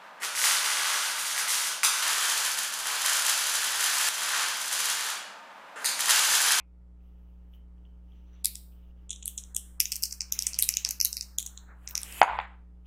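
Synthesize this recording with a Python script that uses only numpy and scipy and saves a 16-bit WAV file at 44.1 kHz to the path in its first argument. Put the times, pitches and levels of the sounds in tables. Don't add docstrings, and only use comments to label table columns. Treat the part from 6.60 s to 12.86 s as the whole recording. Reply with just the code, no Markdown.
import sys
import numpy as np
from scipy import signal
from scipy.io import wavfile
from scipy.ndimage import uniform_filter1d, minimum_filter1d

SR = 44100
rng = np.random.default_rng(int(sys.argv[2]) if len(sys.argv) > 2 else 0)


def boost_factor(decibels):
    exponent = np.asarray(decibels, float) / 20
    return 10 ** exponent


def wav_out(sig):
    wavfile.write(sys.argv[1], SR, np.round(np.clip(np.atleast_2d(sig).T, -1, 1) * 32767).astype(np.int16))


N = 276110

# (time [s], blow level [dB], hardness [dB], floor pitch [Hz])
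KNOCKS = [(5.6150, -2.5, 6, 785), (5.6245, -17.5, -11, 1560), (5.6282, -8, -4, 873), (5.6356, -15, -2, 934),
          (5.6782, -22, -21, 900), (5.6972, -20, -9, 920), (5.711, -25, -21, 834), (5.732, -22.5, -34, 927),
          (5.7876, -17, 3, 890), (5.721, -30.5, -17, 1130), (5.752, -26.5, -18, 960),
          (5.7984, -37, -6, 980), (5.685, -25, -15, 900), (5.744, -30, -10, 990), (5.76, -33.5, -18, 925),
          (5.804, -31, -6, 940), (5.812, -35, -12, 950)]


def evened(x):
    return x / np.sqrt(np.mean(x ** 2) + 1e-20)


def read(points, hz):
    f, value = np.transpose(points)
    return np.interp(np.log(hz + 1), np.log(f + 1), value)


def curve(rows):
    s, db = np.transpose(rows)
    return np.interp(np.arange(N) / SR, s, db, left=-200, right=-200)


def add(mix, s, sound):
    part = mix[round(s * SR):][:len(sound)]
    part += sound[:len(part)]


def burst(hz, db, ring_s, turn):
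    u = np.arange(900) / SR / ring_s
    swell = (u * np.exp(1 - u)) ** 2
    return boost_factor(db) * swell * np.sin(2 * np.pi * (hz * ring_s * u + turn))


def noise(tone, patchy_db, size=512):
    frames, hz = 4 * N // size + 5, np.fft.rfftfreq(size, 1 / SR)
    a, b, patches = rng.standard_normal((frames, len(hz), 3)).T
    patches = uniform_filter1d(patches, size=8, axis=0)
    patches = evened(uniform_filter1d(patches, size=12, axis=1))
    z = (a + 1j * b) * boost_factor(read(tone, hz)[:, None] + patchy_db * patches)
    return evened(signal.istft(z, nperseg=size, noverlap=3 * size // 4)[1][:N])


def riding():
    # (time [s], level [dB], recovery time [s])
    sags = [
        (1.851, 0, 0.16),
        (3.2, -2.5, .5),
        (4.1, -1.5, 1.),
    ]
    t = np.arange(N) / SR
    gain_db = -1.08 - 0.18 * t
    gain_db += -8 * np.exp(-(t / 0.18) ** 0.69)
    for s, db, back_s in sags:
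        step = np.clip((t - s) / .04, 0, 1)
        gain_db += db * step * np.exp(-np.maximum(t - s, 0) / back_s)
    landed = np.maximum(t - KNOCKS[0][0], 0)
    for db, hump_s in [(-15.5, 0.045), (4, 0.12)]:
        u = landed / hump_s
        gain_db += db * u ** 2 * np.exp(1 - u ** 2)
    return gain_db


def hum():
    # (multiple of the mains, level [dB rms])
    overtones = [(1, -47.5), (2, -72), (3, -60.5), (4, -83), (5, -75), (7, -77.5), (9, -80.5), (11, -85),
                 (13, -86), (15, -84.5), (17, -96.5), (19, -96), (21, -89.5), (23, -93.5)]
    # (frequency [Hz], level [dB])
    hiss_tone = [(25, 10), (40, -7.5), (100, -4.5), (150, -5), (300, -9), (600, -19), (1200, -23),
                 (2500, -32), (4000, -39), (8000, -42), (16000, -47)]
    mains_hz, hiss_db = 60.0, -61.5
    turn = 2 * np.pi * mains_hz * np.arange(N) / SR
    tones = np.zeros(N)
    for k, db in overtones:
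        tones += np.sqrt(2) * boost_factor(db) * np.cos(k * turn + .75 * max(k - 3, 0))
    return (tones + boost_factor(hiss_db) * noise(hiss_tone, 1.2, size=2048)) * boost_factor(riding())


def earlier_knock():
    # (frequency [Hz], level [dB], time to fall 60 dB [s])
    fading = [(800, -68, 0.16), (1080, -66, 0.14), (1400, -77, 0.17), (2360, -54.5, 0.086),
              (4120, -88, 0.12)]
    out, t = np.zeros(N), np.arange(9000) / SR
    for hz, db, t60 in fading:
        band = signal.butter(2, [.9 * hz, 1.1 * hz], "band", fs=SR, output="sos")
        settled = signal.sosfilt(band, rng.standard_normal(2 * len(t)))[len(t):]
        add(out, 0, boost_factor(db - 60 * t / t60) * evened(settled))
    return out


def hand():
    # (time [s], level [dB])
    scrape = [(0.35, -106), (0.436, -83), (0.926, -88), (0.934, -72), (1.096, -102), (1.264, -83),
              (1.424, -92), (1.512, -77.5), (1.83, -82)]
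    scoop = [(2.12, -76.5), (2.314, -78), (2.338, -93), (2.376, -81), (2.464, -81), (2.48, -82)]
    reach = [
        (6.2, -100),
        (6.24, -92.5),
        (6.27, -58),
    ]
    # (time [s], level [dB])
    nail = [(.4, -100), (.48, -87), (.56, -96), (.68, -88), (.85, -104), (.95, -74), (1.03, -100)]
    squeak = [(1.42, -105), (1.568, -80), (1.652, -91), (1.684, -77), (1.7, -84), (1.742, -72), (1.83, -76)]
    # (time [s], level [dB])
    sleeve = [(2.4, -90.5), (2.8, -76.5), (4.1, -68), (4.6, -72), (5.07, -68), (5.11, -55.5), (5.2, -68),
              (5.35, -58.5), (5.6, -67)]
    chatter = [(3.68, -78), (3.75, -53), (3.95, -55.5), (4.12, -59.5), (4.22, -57.5), (4.3, -83)]
    # (time [s], level [dB])
    rub = [(5.15, -86.5), (5.27, -64.5), (5.34, -86.5), (5.45, -51), (5.6, -42), (5.625, -50.5), (5.7, -78),
           (5.82, -67)]
    # (frequency [Hz], level [dB per Hz])
    scrape_tone = [(2000, -4), (3000, 9), (4200, -14), (5900, -7), (8000, -29), (12300, -11), (15000, -9)]
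    nail_tone = [(10500, -17), (12400, 7), (13800, -20), (15500, 1), (16500, -17)]
    squeak_tone = [(3800, -5), (4300, -11.5), (5300, -28), (5900, 0), (6400, -15.5), (7500, -21),
                   (9000, -37)]
    sleeve_tone = [(200, -18), (500, -3), (1000, 2.5), (1600, 4.5), (2200, -7.5), (4000, -52)]
    chatter_tone = [(1600, -18.5), (2400, -1), (3200, -6), (4200, -13), (5200, -12.5), (9000, -24)]
    rub_tone = [(1500, -15.5), (2470, -6.5), (2950, -6), (3500, -17), (4580, -24), (5870, -26), (7500, -13),
                (9890, -14.5), (13000, -15), (16000, -23)]
    layers = [(scrape, scrape_tone, 1.5), (nail, nail_tone, 3), (squeak, squeak_tone, 2.5),
              (scoop, scrape_tone, 3), (sleeve, sleeve_tone, 2.5), (chatter, chatter_tone, 3),
              (rub, rub_tone, 1.5), (reach, scrape_tone, 1.5)]
    return sum(noise(tone, patchy_db) * boost_factor(curve(level)) for level, tone, patchy_db in layers)


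def fingers(x):
    # (start time [s], frequency [Hz], width [Hz], share taken [0-1])
    gaps = [(0, 3590, 500, 0), (2.4, 4770, 1094, 0.7), (2.65, 4970, 1100, 0.63), (2.77, 4670, 1120, 1),
            (3.19, 4250, 600, 0.55), (3.31, 3730, 800, 0.52), (3.42, 3670, 1090, 0.75),
            (3.71, 4400, 510, 0.24), (3.92, 3520, 500, 0.55), (4.24, 3520, 500, 0.5),
            (4.39, 3550, 1350, 0.96), (4.52, 3370, 1200, 0.9), (4.77, 5150, 600, 0.17),
            (4.855, 4780, 1400, 1), (5.2, 4630, 603, 0.33)]
    out, t = x.copy(), np.arange(N) / SR
    ends = [row[0] for row in gaps[1:]] + [N / SR]
    for (s, hz, width_hz, share), until in zip(gaps, ends):
        held = (t >= s) & (t < until)
        r = np.exp(-np.pi * width_hz / SR)
        turn = np.exp(2j * np.pi * hz * t[held])
        band = turn * signal.lfilter([1 - r], [1, -r], x[held] / turn)
        out[held] -= np.clip(share, 0, 1) * 2 * band.real
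    return out


def dice():
    # (time [s], level [dB], frequency [Hz])
    nudges = [
        (0.405, -74, 2600),
        (0.937, -52, 3040),
        (0.944, -70, 3120),
        (1.18, -69, 3000),
        (1.252, -58, 3040),
        (1.52, -60.5, 3170),
    ]
    # (time [s], main ring [dB], main
    # ring [Hz], upper ring [dB], edge rings [dB])
    dice_hits = [(1.8466, -17.5, 5260, -10.5, -11.5), (1.8564, -16.5, 4890, -7, -11),
                 (1.866, -32, 5600, -38, -25), (1.867, -24, 5560, -36, -39), (1.9504, -40, 5300, -59, -46.5),
                 (1.955, -31, 5650, -22.5, -29), (2.4949, -30.5, 6880, -32, -66),
                 (2.506, -20.5, 6840, -23.5, -68), (2.5118, -25, 6600, -29, -66),
                 (2.5153, -25, 6800, -38, -62), (2.5298, -27, 6200, -35, -67), (2.5608, -35, 6300, -48, -76),
                 (2.6262, -27.5, 6900, -47, -53), (2.6298, -29, 7000, -49, -71),
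                 (2.6572, -24.5, 7440, -18, -17.5), (2.6789, -30, 7300, -16.5, -21),
                 (2.686, -44, 7040, -29, -37), (2.694, -57, 6920, -49, -46), (2.7782, -25, 6400, -16, -30),
                 (2.7816, -27, 6530, -18, -47), (2.7854, -24.5, 6260, -36, -46),
                 (2.8375, -31, 6370, -35.5, -65), (2.9483, -29, 7400, -22.5, -33),
                 (2.9651, -11.5, 6430, -7, -15.5),
                 (3.2027, -6, 5680, -8, -6), (3.21, -17.5, 7100, -21, -20), (3.2558, -15.5, 6300, -28, -30),
               (3.307, -41, 6240, -57, -55), (3.3197, -11.5, 5360, -17, -16.5),
               (3.325, -20, 5200, -15.5, -23), (3.333, -27, 5600, -23, -31), (3.3453, -30, 5900, -29, -33),
               (3.3573, -17, 5740, -18.5, -23), (3.3644, -21, 6400, -23, -25),
               (3.4243, -23.5, 6070, -28, -23), (3.4316, -14.5, 5540, -32, -13.5),
               (3.436, -10, 5240, -10, -16), (3.4405, -19, 5200, -29, -17), (3.455, -22, 5860, -26, -27),
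               (3.4582, -26, 5200, -31, -27), (3.5078, -32, 5350, -39, -52), (3.5104, -24, 5440, -35, -48),
               (3.5124, -31, 5320, -51, -77), (3.5244, -20.5, 5520, -21, -32),
               (3.5271, -16, 5680, -29, -26), (3.607, -12.5, 5420, -26, -37), (3.615, -37, 5600, -24, -48),
               (3.618, -18, 5650, -30, -42),
                 (3.7234, -11.5, 6155, -26.5, -9.5), (3.7327, -36, 6630, -32, -31),
              (3.7907, -13, 5920, -19, -18.5), (3.8231, -18, 5480, -22.5, -24),
              (3.8324, -35.5, 6590, -30, -28), (3.8681, -13.5, 6080, -11.5, -14.5),
              (3.8713, -17, 6100, -20.5, -25.5), (3.9332, -22.5, 5650, -36.5, -48.5),
              (3.9433, -20.5, 5340, -27, -48.5), (3.9507, -28.5, 5310, -43, -43.5),
              (3.9621, -28.5, 5520, -45, -57.5), (3.9892, -16, 6110, -19, -7.5),
              (3.9956, -30, 7430, -16.5, -30), (3.9983, -35.5, 6880, -21, -22.5),
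              (4.0009, -34, 6670, -21.5, -33), (4.0061, -38.5, 7124, -25, -24.5),
              (4.0244, -20.5, 6200, -7.5, -10.5), (4.0324, -19, 4550, -13, -26.5),
              (4.0413, -25, 5140, -22, -30.5), (4.0477, -44, 5670, -31.5, -32),
                 (4.09, -6.5, 5910, -12, -5), (4.0957, -22, 5800, -30, -25), (4.1072, -46, 5270, -29, -31),
              (4.124, -24, 5500, -30, -34), (4.1394, -15.5, 5550, -30, -44), (4.1504, -41, 6160, -33, -36),
              (4.17, -9.5, 6450, -31, -18), (4.241, -49, 5290, -52, -44), (4.2493, -5, 5520, -16, -22.5),
              (4.26, -32, 5760, -36, -41), (4.268, -25, 5800, -40, -56), (4.275, -28, 5800, -49, -49),
              (4.2897, -14, 6100, -27, -17), (4.3085, -11.5, 6130, -33, -17),
              (4.312, -21, 6300, -25.5, -16.5), (4.402, -11, 5600, -41, -19.5),
              (4.4124, -5, 5670, -16.5, -13), (4.428, -42, 5460, -41, -21), (4.4489, -10, 5800, -19, -8.5),
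              (4.4549, -12, 6300, -15, -19), (4.4644, -27, 6180, -22, -32), (4.4726, -37, 6140, -36, -39.5),
                 (4.529, -15.5, 5630, -20, -30), (4.543, -35.5, 6340, -46, -58),
                (4.5689, -11, 5100, -23.5, -22), (4.5768, -19, 4840, -43, -32),
                (4.584, -30, 5230, -47, -53), (4.61, -17.5, 5120, -26.5, -26),
                (4.6245, -29.5, 6060, -50, -36), (4.629, -28, 6160, -54, -47),
                (4.785, -11.5, 6900, -20, -16.5), (4.794, -44, 6870, -23.5, -36),
                (4.8023, -24, 7100, -26, -27.5), (4.8273, -30, 7100, -27, -35),
                (4.853, -41, 7140, -47, -44), (4.863, -17.5, 6600, -27, -28),
                (4.866, -19, 6630, -25.5, -41), (4.8748, -42, 6550, -30, -50),
                (4.9755, -29.5, 6960, -51, -68.5),
                 (5.2756, -20, 5870, -36.5, -78), (5.289, -37.5, 6330, -34.5, -36.5),
              (5.2973, -47, 5270, -55.5, -35), (5.3095, -36, 5440, -54, -28.5),
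              (5.314, -44.5, 5900, -54, -41.5), (5.3535, -11.5, 5860, -21, -27.5),
              (5.3686, -34, 5495, -42, -55), (5.3777, -16.5, 5675, -26.5, -22.5),
              (5.406, -34, 5740, -41, -33.5), (5.4166, -35.5, 5906, -36.5, -28),
              (5.4322, -26.5, 5480, -20.5, -26), (5.525, -31, 4940, -32, -41)]
    # (start time [s], upper ring [Hz], edge ring [Hz], low hollow [dB], high hollow [dB])
    holds = [(1.84, 8350, 11700, -25.5, -22), (2.49, 8470, 10940, -40, -4), (2.62, 7740, 10600, -39, -10.5),
             (2.65, 8300, 11400, -50, -16), (2.77, 7800, 10800, -42, -12.5), (2.94, 8370, 11500, -52, -15),
             (3.2, 9230, 11200, -15.5, -32), (3.25, 7700, 12000, -14, -17), (3.315, 7940, 12400, -14, -24),
             (3.35, 9200, 12300, -23, -29), (3.42, 8340, 12000, -24, -34), (3.5, 8200, 11600, -23.5, -38),
             (3.6, 7800, 12300, -16.5, -35.5), (3.72, 8200, 12850, -26.5, -18.5),
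             (3.785, 8500, 11100, -25.5, -22.5), (3.82, 8600, 11900, -29.5, -18),
             (3.865, 8300, 12600, -22, -25), (3.93, 8050, 12400, -34, -14.5),
             (3.985, 8100, 11000, -18, -24), (4.02, 8800, 11500, -21, -5), (4.085, 7950, 11570, -15.5, -40),
             (4.165, 8100, 13200, -16.5, -7), (4.245, 8540, 10800, -15.5, -21),
             (4.285, 8400, 11700, -23, -24), (4.398, 8400, 12000, -14, -47.5), (4.445, 8650, 12500, -19, 2),
             (4.525, 7900, 11100, -22, -11), (4.565, 8130, 11940, -19.5, -33),
             (4.605, 7540, 11100, -19, -10.5), (4.78, 9400, 12650, -22, -13), (4.86, 8660, 12750, -32, -14),
             (4.97, 7700, 12700, -14.5, 1.5), (5.27, 8000, 13730, -11.5, -21.5),
             (5.305, 8600, 13700, -12, -14), (5.35, 9270, 11300, -14.5, -28),
             (5.4, 9000, 10800, -26.5, -15.5)]
    # (frequency [Hz], pitch spread [share], ring time [s])
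    hollow = [(2530, 0.17, 0.0005), (3823, 0.17, 0.00055)]
    main_ring_s, face_ring_s = 0.0003, 0.00026
    face_shift, face_spread_db = 0.09, 4
    blurs = [1, 1, 0.96, 0.44, 0.44, 0.44]
    out, wide = np.zeros(N), np.zeros(N)
    clacks = dice_hits
    luck = rng.uniform(-1.156, 1, (len(clacks), 6, 3))
    for (s, main_db, main_hz, upper_db, edge_db), chance in zip(clacks, luck):
        begun = [holds[0]] + [row for row in holds if row[0] < s]
        _, upper_hz, edge_hz, low_db, high_db = max(begun, key=lambda row: row[0])
        top_db = max(main_db, upper_db, edge_db)
        add(out, s, burst(7700, (top_db + edge_db) / 2 - 9.5, .00008, 0))
        add(out, s, burst(14980, edge_db - 11.5, .00016, 0))
        levels = [top_db + low_db, top_db + high_db, main_db, upper_db, edge_db, edge_db - 6.5]
        rings = hollow + [(main_hz, 0, main_ring_s), (upper_hz, face_shift, face_ring_s),
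                          (edge_hz, face_shift, face_ring_s), (edge_hz * 0.99, face_shift, face_ring_s)]
        for db, blur, (hz, spread, ring_s), (shift, turn, face) in zip(levels, blurs, rings, chance):
            pitch_hz = hz * (1 + spread * shift)
            ring_db = db + face_spread_db * face
            add(out, s, burst(pitch_hz, ring_db, ring_s, turn))
            add(wide, s, burst(pitch_hz, ring_db, ring_s * blur, turn) / np.sqrt(blur))
    out, wide = fingers(fingers(out)), fingers(fingers(wide))
    for s, db, hz in nudges:
        add(out, s, burst(hz, db, 0.0012, 0))
        add(wide, s, burst(hz, db, 0.0018, 0))
    ahead = rng.standard_normal(240) * np.linspace(0, 1, 240)
    ahead /= np.linalg.norm(ahead)
    out[:-260] += boost_factor(-15.5) * signal.oaconvolve(out, ahead)[260:N]
    small = signal.butter(5, 2050, "high", fs=SR, output="sos")
    return signal.sosfilt(small, [out, wide])


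def tray():
    # (frequency [Hz], level [dB], ring time [s])
    rim = [(1360, -14, 0.0014), (2092, -8.5, 0.00056), (2910, -16, 0.00075), (4640, -27, 0.00076)]
    # (time [s], level [dB], frequency [Hz])
    ticks = [(5.616, -33.5, 7240), (5.631, -27.5, 6700), (5.6324, -33, 9800), (5.6255, -21, 2480),
             (5.635, -30.5, 2493), (5.798, -27, 2300), (5.801, -34, 3440), (5.811, -40, 2610)]
    out = np.zeros(N)
    for s, blow_db, hard_db, hz in KNOCKS:
        add(out, s, burst(hz, blow_db, 0.0018, 0))
        for f, db, ring_s in rim:
            add(out, s + 0.00075, burst(f, blow_db + hard_db + db, ring_s, 0))
    for s, db, hz in ticks:
        add(out, s, burst(hz, db, 0.00081, 0))
    return out


def rolling():
    # (time [s], level [dB])
    roll = [(5.62, -64), (5.64, -29), (5.66, -44), (5.68, -36), (5.755, -39), (5.778, -40.5), (5.8, -38),
            (5.86, -49.5), (5.95, -63), (6.12, -95)]
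    # (frequency [Hz], level [dB])
    roll_tone = [(400, -29), (650, -13.5), (900, -3), (1120, -7), (1400, -6.5), (2500, -15.5),
                 (4000, -30.5), (5900, -56), (7000, -42.5), (11000, -61.5)]
    bumps = evened(signal.oaconvolve(rng.standard_normal(N), np.hanning(500), "same"))
    return noise(roll_tone, 1.5) * boost_factor(1.5 * bumps) * boost_factor(curve(roll))


def tail(wet_db, near_db):
    # (frequency [Hz], level [dB])
    wall_tone = [(1000, 4.5), (2400, 6), (3800, 2.5), (5800, -5.5), (8500, 1), (12000, -5), (15300, 3.5),
                 (16100, -27)]
    # (frequency [Hz], time to fall 60 dB [s])
    wall_t60 = [(500, 0.43), (1500, 0.29), (4000, 0.42), (8000, 0.42), (12000, 0.38), (15000, 0.72)]
    rise_s, scatter_t60_s = .014, .12
    taps = np.zeros(SR // 2)
    at = np.arange(200, len(taps) - 20, 20)
    taps[at + rng.integers(0, 20, len(at))] = rng.choice([-1., 1.], len(at))
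    hz, t, z = signal.stft(taps, SR, nperseg=128)
    cut_db = -7 * np.minimum(hz / 3000, 1)[:, None] * (t / 0.54) ** 3
    fade_db = read(wall_tone, hz)[:, None] - 60 * t / read(wall_t60, hz)[:, None]
    z = z * boost_factor(cut_db + fade_db) * np.minimum(t / rise_s, 1)
    late = signal.istft(z, SR, nperseg=128)[1]
    late *= boost_factor(wet_db) / np.linalg.norm(late)
    since = np.arange(4000) / SR
    scatter = rng.standard_normal(4000) * boost_factor(-60 * since / scatter_t60_s) * np.minimum(since / rise_s, 1)
    add(late, .001, boost_factor(near_db) * scatter / np.linalg.norm(scatter))
    return late


def room(x, sent, wet_db, near_db, echo_db):
    # (delay [s], level [dB])
    surfaces = [
        (.0008, -14.5),
        (.0014, -3.5),
        (.002, -6),
        (0.0107, -10.5),
    ]
    swap_s = .085
    echoes = np.zeros(800)
    for s, db in surfaces:
        add(echoes, s, boost_factor(echo_db + db) * np.hanning(7) / 3)
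    path = (np.arange(N) / SR / swap_s).astype(int) % 3
    late = sum(signal.fftconvolve(sent * (path == k), tail(wet_db, near_db))[:N] for k in range(3))
    return x + signal.oaconvolve(x, echoes)[:N] + late


def scene():
    background = hum()
    landing = earlier_knock() + tray() + rolling()
    thrown = room(landing, landing, -22.5, -15, -34)
    mono = background + thrown + hand() + room(*dice(), -13.5, -11.5, -4)
    return np.array([mono, mono])


def starved(x, under_db):
    hz, t, z = signal.stft(x, SR, nperseg=256)
    power = uniform_filter1d(abs(z[:128]) ** 2, size=2, axis=1)
    bands = power.reshape(32, 4, -1).mean(1)
    loudest = -minimum_filter1d(-bands[3:].max(0), size=9)
    keep = bands > loudest * boost_factor(-2 * under_db)
    keep[:4] = True
    z[:128] *= np.repeat(keep, 4, axis=0)
    return signal.istft(z, SR, nperseg=256)[1][:N]


def scrambled(x):
    # (frequency [Hz], level [dB])
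    side_tone = [(200, -60), (330, -50), (450, -31), (700, -29), (1300, -40), (2500, -26), (12000, -21)]
    hz, t, z = signal.stft(x, SR, nperseg=256)
    z = z * np.exp(2j * np.pi * rng.random(z.shape)) * boost_factor(read(side_tone, hz))[:, None]
    return signal.istft(z, SR, nperseg=256)[1][:N]


def top_cut(x):
    return signal.sosfilt(signal.butter(12, 16970, fs=SR, output="sos"), x)


def record(dry):
    ceiling = .93
    limited = ceiling * np.tanh(abs(dry[0] / ceiling) ** 6) ** (1 / 6) * np.sign(dry[0])
    edged = signal.oaconvolve(limited, signal.firwin(127, 16250, fs=SR), "same")
    edged = starved(edged, 39)
    side = scrambled(edged)
    return top_cut(np.array([edged + side, edged - side]))


dry = scene()
out = record(dry)
wav_out(out)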